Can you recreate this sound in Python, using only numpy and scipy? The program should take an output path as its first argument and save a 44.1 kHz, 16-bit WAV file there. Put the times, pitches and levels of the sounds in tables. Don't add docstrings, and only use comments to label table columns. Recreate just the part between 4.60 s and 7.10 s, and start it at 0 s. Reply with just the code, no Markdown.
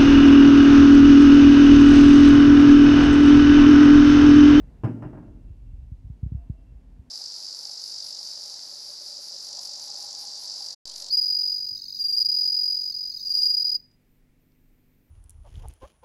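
import sys
import numpy as np
from scipy import signal
from scipy.fft import rfft, irfft
from scipy.io import wavfile

SR = 44100
rng = np.random.default_rng(int(sys.argv[2]) if len(sys.argv) > 2 else 0)


def wrap_up_sound(samples):
    columns = np.atleast_2d(samples).T
    tamed = np.clip(columns, -1, 1)
    steps = np.round(tamed * 32767).astype(np.int16)
    wavfile.write(sys.argv[1], SR, steps)


N = 110250
T = np.arange(N) / SR
HZ = np.maximum(np.arange(N // 2 + 1) * SR / N, 1)


# start_s, level_db, extra_bass_db, extra_clang_db, extra_treble_db
KNOCKS = [(.2355, -2, -4, 1, -4), (0.2441, 0, 1.5, -2, 0), (.274, -12, 3, 2.5, -0.5),
          (0.4231, -9, -14, 6, -2), (.437, -10.5, -8, -0.5, -20.5), (.453, -10.5, 0.5, 3, -18),
          (.531, -16.5, -1.5, 6, -16), (.553, -18.5, 0, 3, -11), (.574, -17, 0, 3.5, -13),
          (0.63, -24.5, 4.5, 5.5, -17.5), (.680, -24.5, 7, -5, -20)]

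def knocks(hz):
    start_s, level_db, bass_db, clang_db, treble_db = np.transpose(KNOCKS)
    bass_hz, clang_hz, clang_octaves, treble_hz = 200, 1380, 0.54, 2600
    bass = 1 / (1 + (hz / bass_hz) ** 2)
    clang = np.exp(-.5 * (np.log2(hz / clang_hz) / clang_octaves) ** 2)
    treble = 1 / (1 + (treble_hz / hz) ** 2)
    strength = from_db(level_db + bass_db * bass + clang_db * clang + treble_db * treble)
    clicks = np.zeros(N)
    clicks[(start_s * SR).astype(int)] = strength
    return clicks + 1e-18


# pitch_hz, gain_db, t60_s
SHEET_MODES = [(123.7, -19, 0.17), (112.8, -30, 1), (164, -39, 0.82), (214.6, -40, .9), (242.5, -39, 0.93),
               (260.7, -37.5, 0.78), (300, -28, 0.35), (358.4, -46, .9), (389.3, -40, 0.3), (505, -51, 0.5),
               (600, -48.5, .4), (628, -45.5, 0.23), (846, -48, 0.14), (895, -45.5, 0.13), (996, -54, 0.17),
               (1350, -60.5, 0.58), (1393, -60, 0.65), (1623, -55, .3), (2750, -55.5, 0.093)]

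def sheet_ring():
    ring = 0
    for hz, gain_db, t60_s in SHEET_MODES:
        decay, angle = from_db(-60 / (t60_s * SR)), 2 * np.pi * hz / SR
        mode = signal.lfilter([0, np.sin(angle)], [1, -2 * decay * np.cos(angle), decay ** 2], knocks(hz))
        ring -= from_db(gain_db) * mode
    ring = signal.sosfilt(signal.butter(2, 82, "highpass", fs=SR, output="sos"), ring)
    return signal.sosfilt(signal.butter(8, 3000, "lowpass", fs=SR, output="sos"), ring)


# frequency_hz, relative_density_db
CRASH_COLOUR = [(60, -25), (100, -12.5), (170, 1), (330, -4), (450, -12), (650, -9.5), (900, -13),
                (1150, -21), (1600, -24), (2100, -31), (2900, -35), (3500, -50), (4400, -51), (5200, -42.5),
                (6300, -50.5), (9000, -51.5), (15000, -63)]
# frequency_hz, t60_s
CRASH_DECAY = [(100, 0.57), (400, 0.12), (1500, 0.26), (3000, 0.28), (6000, 0.074), (15000, .11)]
# frequency_hz, t60_s
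HALL_DECAY = [(100, 1.7), (400, 1.2), (1000, 0.85), (2500, 1.3), (8000, 1.3)]
# frequency_hz, send_db
HALL_SEND = [(100, -15), (300, -9), (600, -14), (2000, -22), (8000, -13)]

def sheet_crash():
    crash = 0
    for hz, band in noise_bands(CRASH_COLOUR):
        power = knocks(hz) ** 2
        direct = linger(power, rise_s=0.00079, t60_s=at_hz(CRASH_DECAY, hz))
        hall = linger(power, rise_s=0.021, t60_s=at_hz(HALL_DECAY, hz))
        send = from_db(at_hz(HALL_SEND, hz))
        crash += band * np.sqrt(direct + hall * send ** 2)
    return from_db(-52) * crash


# centre_s, peak_db, half_width_ms
BUMPS = [(0.036, -41, 13.4), (0.697, -37.5, 2.2), (0.903, -29.5, 5.2), (1.13, -32.5, 4.9), (1.208, -37, 10),
         (1.225, -40, 3.3), (1.318, -28, 2.8), (1.444, -31.5, 4.2), (1.464, -38, 2.7), (1.5002, -28, 2.6),
         (1.6312, -19.5, 2.63), (1.662, -23.5, 2.08), (1.720, -22.5, 2.02), (1.748, -21.5, 2.95),
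         (1.778, -30.5, 7.5), (1.8985, -21, 1.9), (2.119, -39, 4.1), (2.148, -38, 10.4),
         (2.393, -36.5, 4.4)]
# pitch_hz, q
CASE_RESONANCES = [(118.4, 1.35), (56.8, 4.23)]

def handling_bumps():
    out = np.zeros(N + SR)
    t = np.arange(SR // 3) / SR - .03
    case = [signal.bilinear([1, 0, 0], [1, 2 * np.pi * hz / q, (2 * np.pi * hz) ** 2], SR)
            for hz, q in CASE_RESONANCES]
    lag_hz = 163
    allpass = signal.bilinear([-1, 2 * np.pi * lag_hz], [1, 2 * np.pi * lag_hz], SR)
    for centre_s, peak_db, half_width_ms in BUMPS:
        push = 1 / (1 + (t * 1000 / half_width_ms) ** 2)
        thud = push - push[0]
        for b, a in case + [allpass]:
            thud = signal.lfilter(b, a, thud)
        start = max(int((centre_s + t[0]) * SR), 0)
        out[start:start + len(t)] += from_db(peak_db) * thud / np.abs(thud).max()
    return out[:N]


# pitch_hz, width_hz, base_level_db
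HUM_TONES = [(258.7, 18, -67), (922, 6.1, -91)]
# time_s, gain_db
WHINE_FADER = [(0, 3), (.7, 2), (1.15, 5.5), (1.3, -5), (1.6, -10.5), (1.7, 3.5), (2.1, 6), (2.25, -6),
               (2.5, -4)]

def machine():
    hum = sum(from_db(db) * wavering_tone(hz, width_hz) for hz, width_hz, db in HUM_TONES)
    whine = from_db(-90.5) * wavering_tone(hz=2714, width_hz=45)
    return hum * fader(MIDRANGE_FADER) + whine * fader(WHINE_FADER)


# start_s, length_s, pitch_hz, level_db
SQUEAKS = [(1.75, 0.12, 687, -64.5), (1.863, 0.16, 644, -72), (1.915, 0.152, 672, -72)]

def squeaks():
    fade_s, waver_hz = 0.039, 3
    out = 0
    for start_s, length_s, pitch_hz, level_db in SQUEAKS:
        swell = np.clip(np.minimum(T - start_s, start_s + length_s - T) / fade_s, 0, 1)
        phase = 2 * np.pi * np.cumsum(pitch_hz + waver_hz * drift(15)) / SR
        out += from_db(level_db) * swell * np.sin(phase)
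    return out


# frequency_hz, relative_density_db
ROOM_COLOUR = [(20, -32.5), (30, -14), (43, 8), (70, -6), (120, -8), (180, -14), (260, -18), (340, -25.5),
               (500, -30.5), (850, -35), (1200, -43), (2000, -44.5), (2700, -47), (3500, -49.5),
               (7000, -54), (11000, -58), (15000, -65)]
# time_s, gain_db
RUMBLE_FADER = [(0, 2.5), (.17, -4.5), (.5, -0.5), (.85, 1), (1.25, 5), (1.58, -1), (1.8, -1), (2.0, 0),
                (2.27, -3), (2.5, -3.5)]
MIDRANGE_FADER = [(0, 7), (.22, 3.5), (1.0, -2), (1.45, -2.5), (1.68, 0.5), (2.0, -0.5), (2.5, 0.5)]
HISS_FADER = [(0, 2), (.25, 1), (.9, 0), (1.55, 0), (1.68, 0.5), (1.95, -0.5), (2.2, -0.5), (2.5, 0)]

def room_tone():
    low_hz, high_hz, waver_db = 130, 2140, 2
    spectrum = from_db(-68) * noise_spectrum(ROOM_COLOUR)
    rumble = irfft(spectrum * (HZ < low_hz), N) * from_db(waver_db * drift(1.3))
    midrange = irfft(spectrum * (HZ >= low_hz) * (HZ < high_hz), N)
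    hiss = irfft(spectrum * (HZ >= high_hz), N)
    return rumble * fader(RUMBLE_FADER) + midrange * fader(MIDRANGE_FADER) + hiss * fader(HISS_FADER)


def linger(power, rise_s, t60_s):
    fall, rise = from_db(-120 / (t60_s * SR)), np.exp(-1 / (rise_s * SR))
    tail = signal.lfilter([1], [1, -fall], power)
    return signal.lfilter([1 - rise], [1, -rise], tail)


def noise_spectrum(colour):
    return rfft(rng.standard_normal(N)) * from_db(at_hz(colour, HZ)) * np.sqrt(SR / 2)


def noise_bands(colour):
    edges_hz = 62 * 2 ** (np.arange(17) / 2)
    spectrum = noise_spectrum(colour)
    for low, high in zip(edges_hz, edges_hz[1:]):
        yield np.sqrt(low * high), irfft(spectrum * ((HZ >= low) & (HZ < high)), N)


def wavering_tone(hz, width_hz):
    phase = 2 * np.pi * hz * T
    return drift(width_hz / 2) * np.sin(phase) + drift(width_hz / 2) * np.cos(phase)


def drift(rate_hz):
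    hop, warm_up = 40, 2000
    pole = np.exp(-2 * np.pi * rate_hz * hop / SR)
    noise = rng.standard_normal(N // hop + warm_up + 2)
    slow = signal.lfilter([1], [1, -2 * pole, pole ** 2], noise)[warm_up:]
    return np.interp(np.arange(N) / hop, np.arange(len(slow)), slow / slow.std())


def fader(curve):
    return from_db(np.interp(T, *np.transpose(curve)))


def at_hz(curve, hz):
    frequencies, values = np.transpose(curve)
    return np.interp(np.log(hz), np.log(frequencies), values)


def from_db(db):
    return 10 ** (np.asarray(db) / 20)


def scene():
    sheet = sheet_ring() + sheet_crash()
    background = room_tone() + machine() + squeaks()
    return (sheet + handling_bumps() + background)[None]


def record(dry):
    cutoff_hz = 15750
    return signal.sosfilt(signal.ellip(12, .1, 80, cutoff_hz, fs=SR, output="sos"), dry)


dry = scene()
out = record(dry)
wrap_up_sound(out)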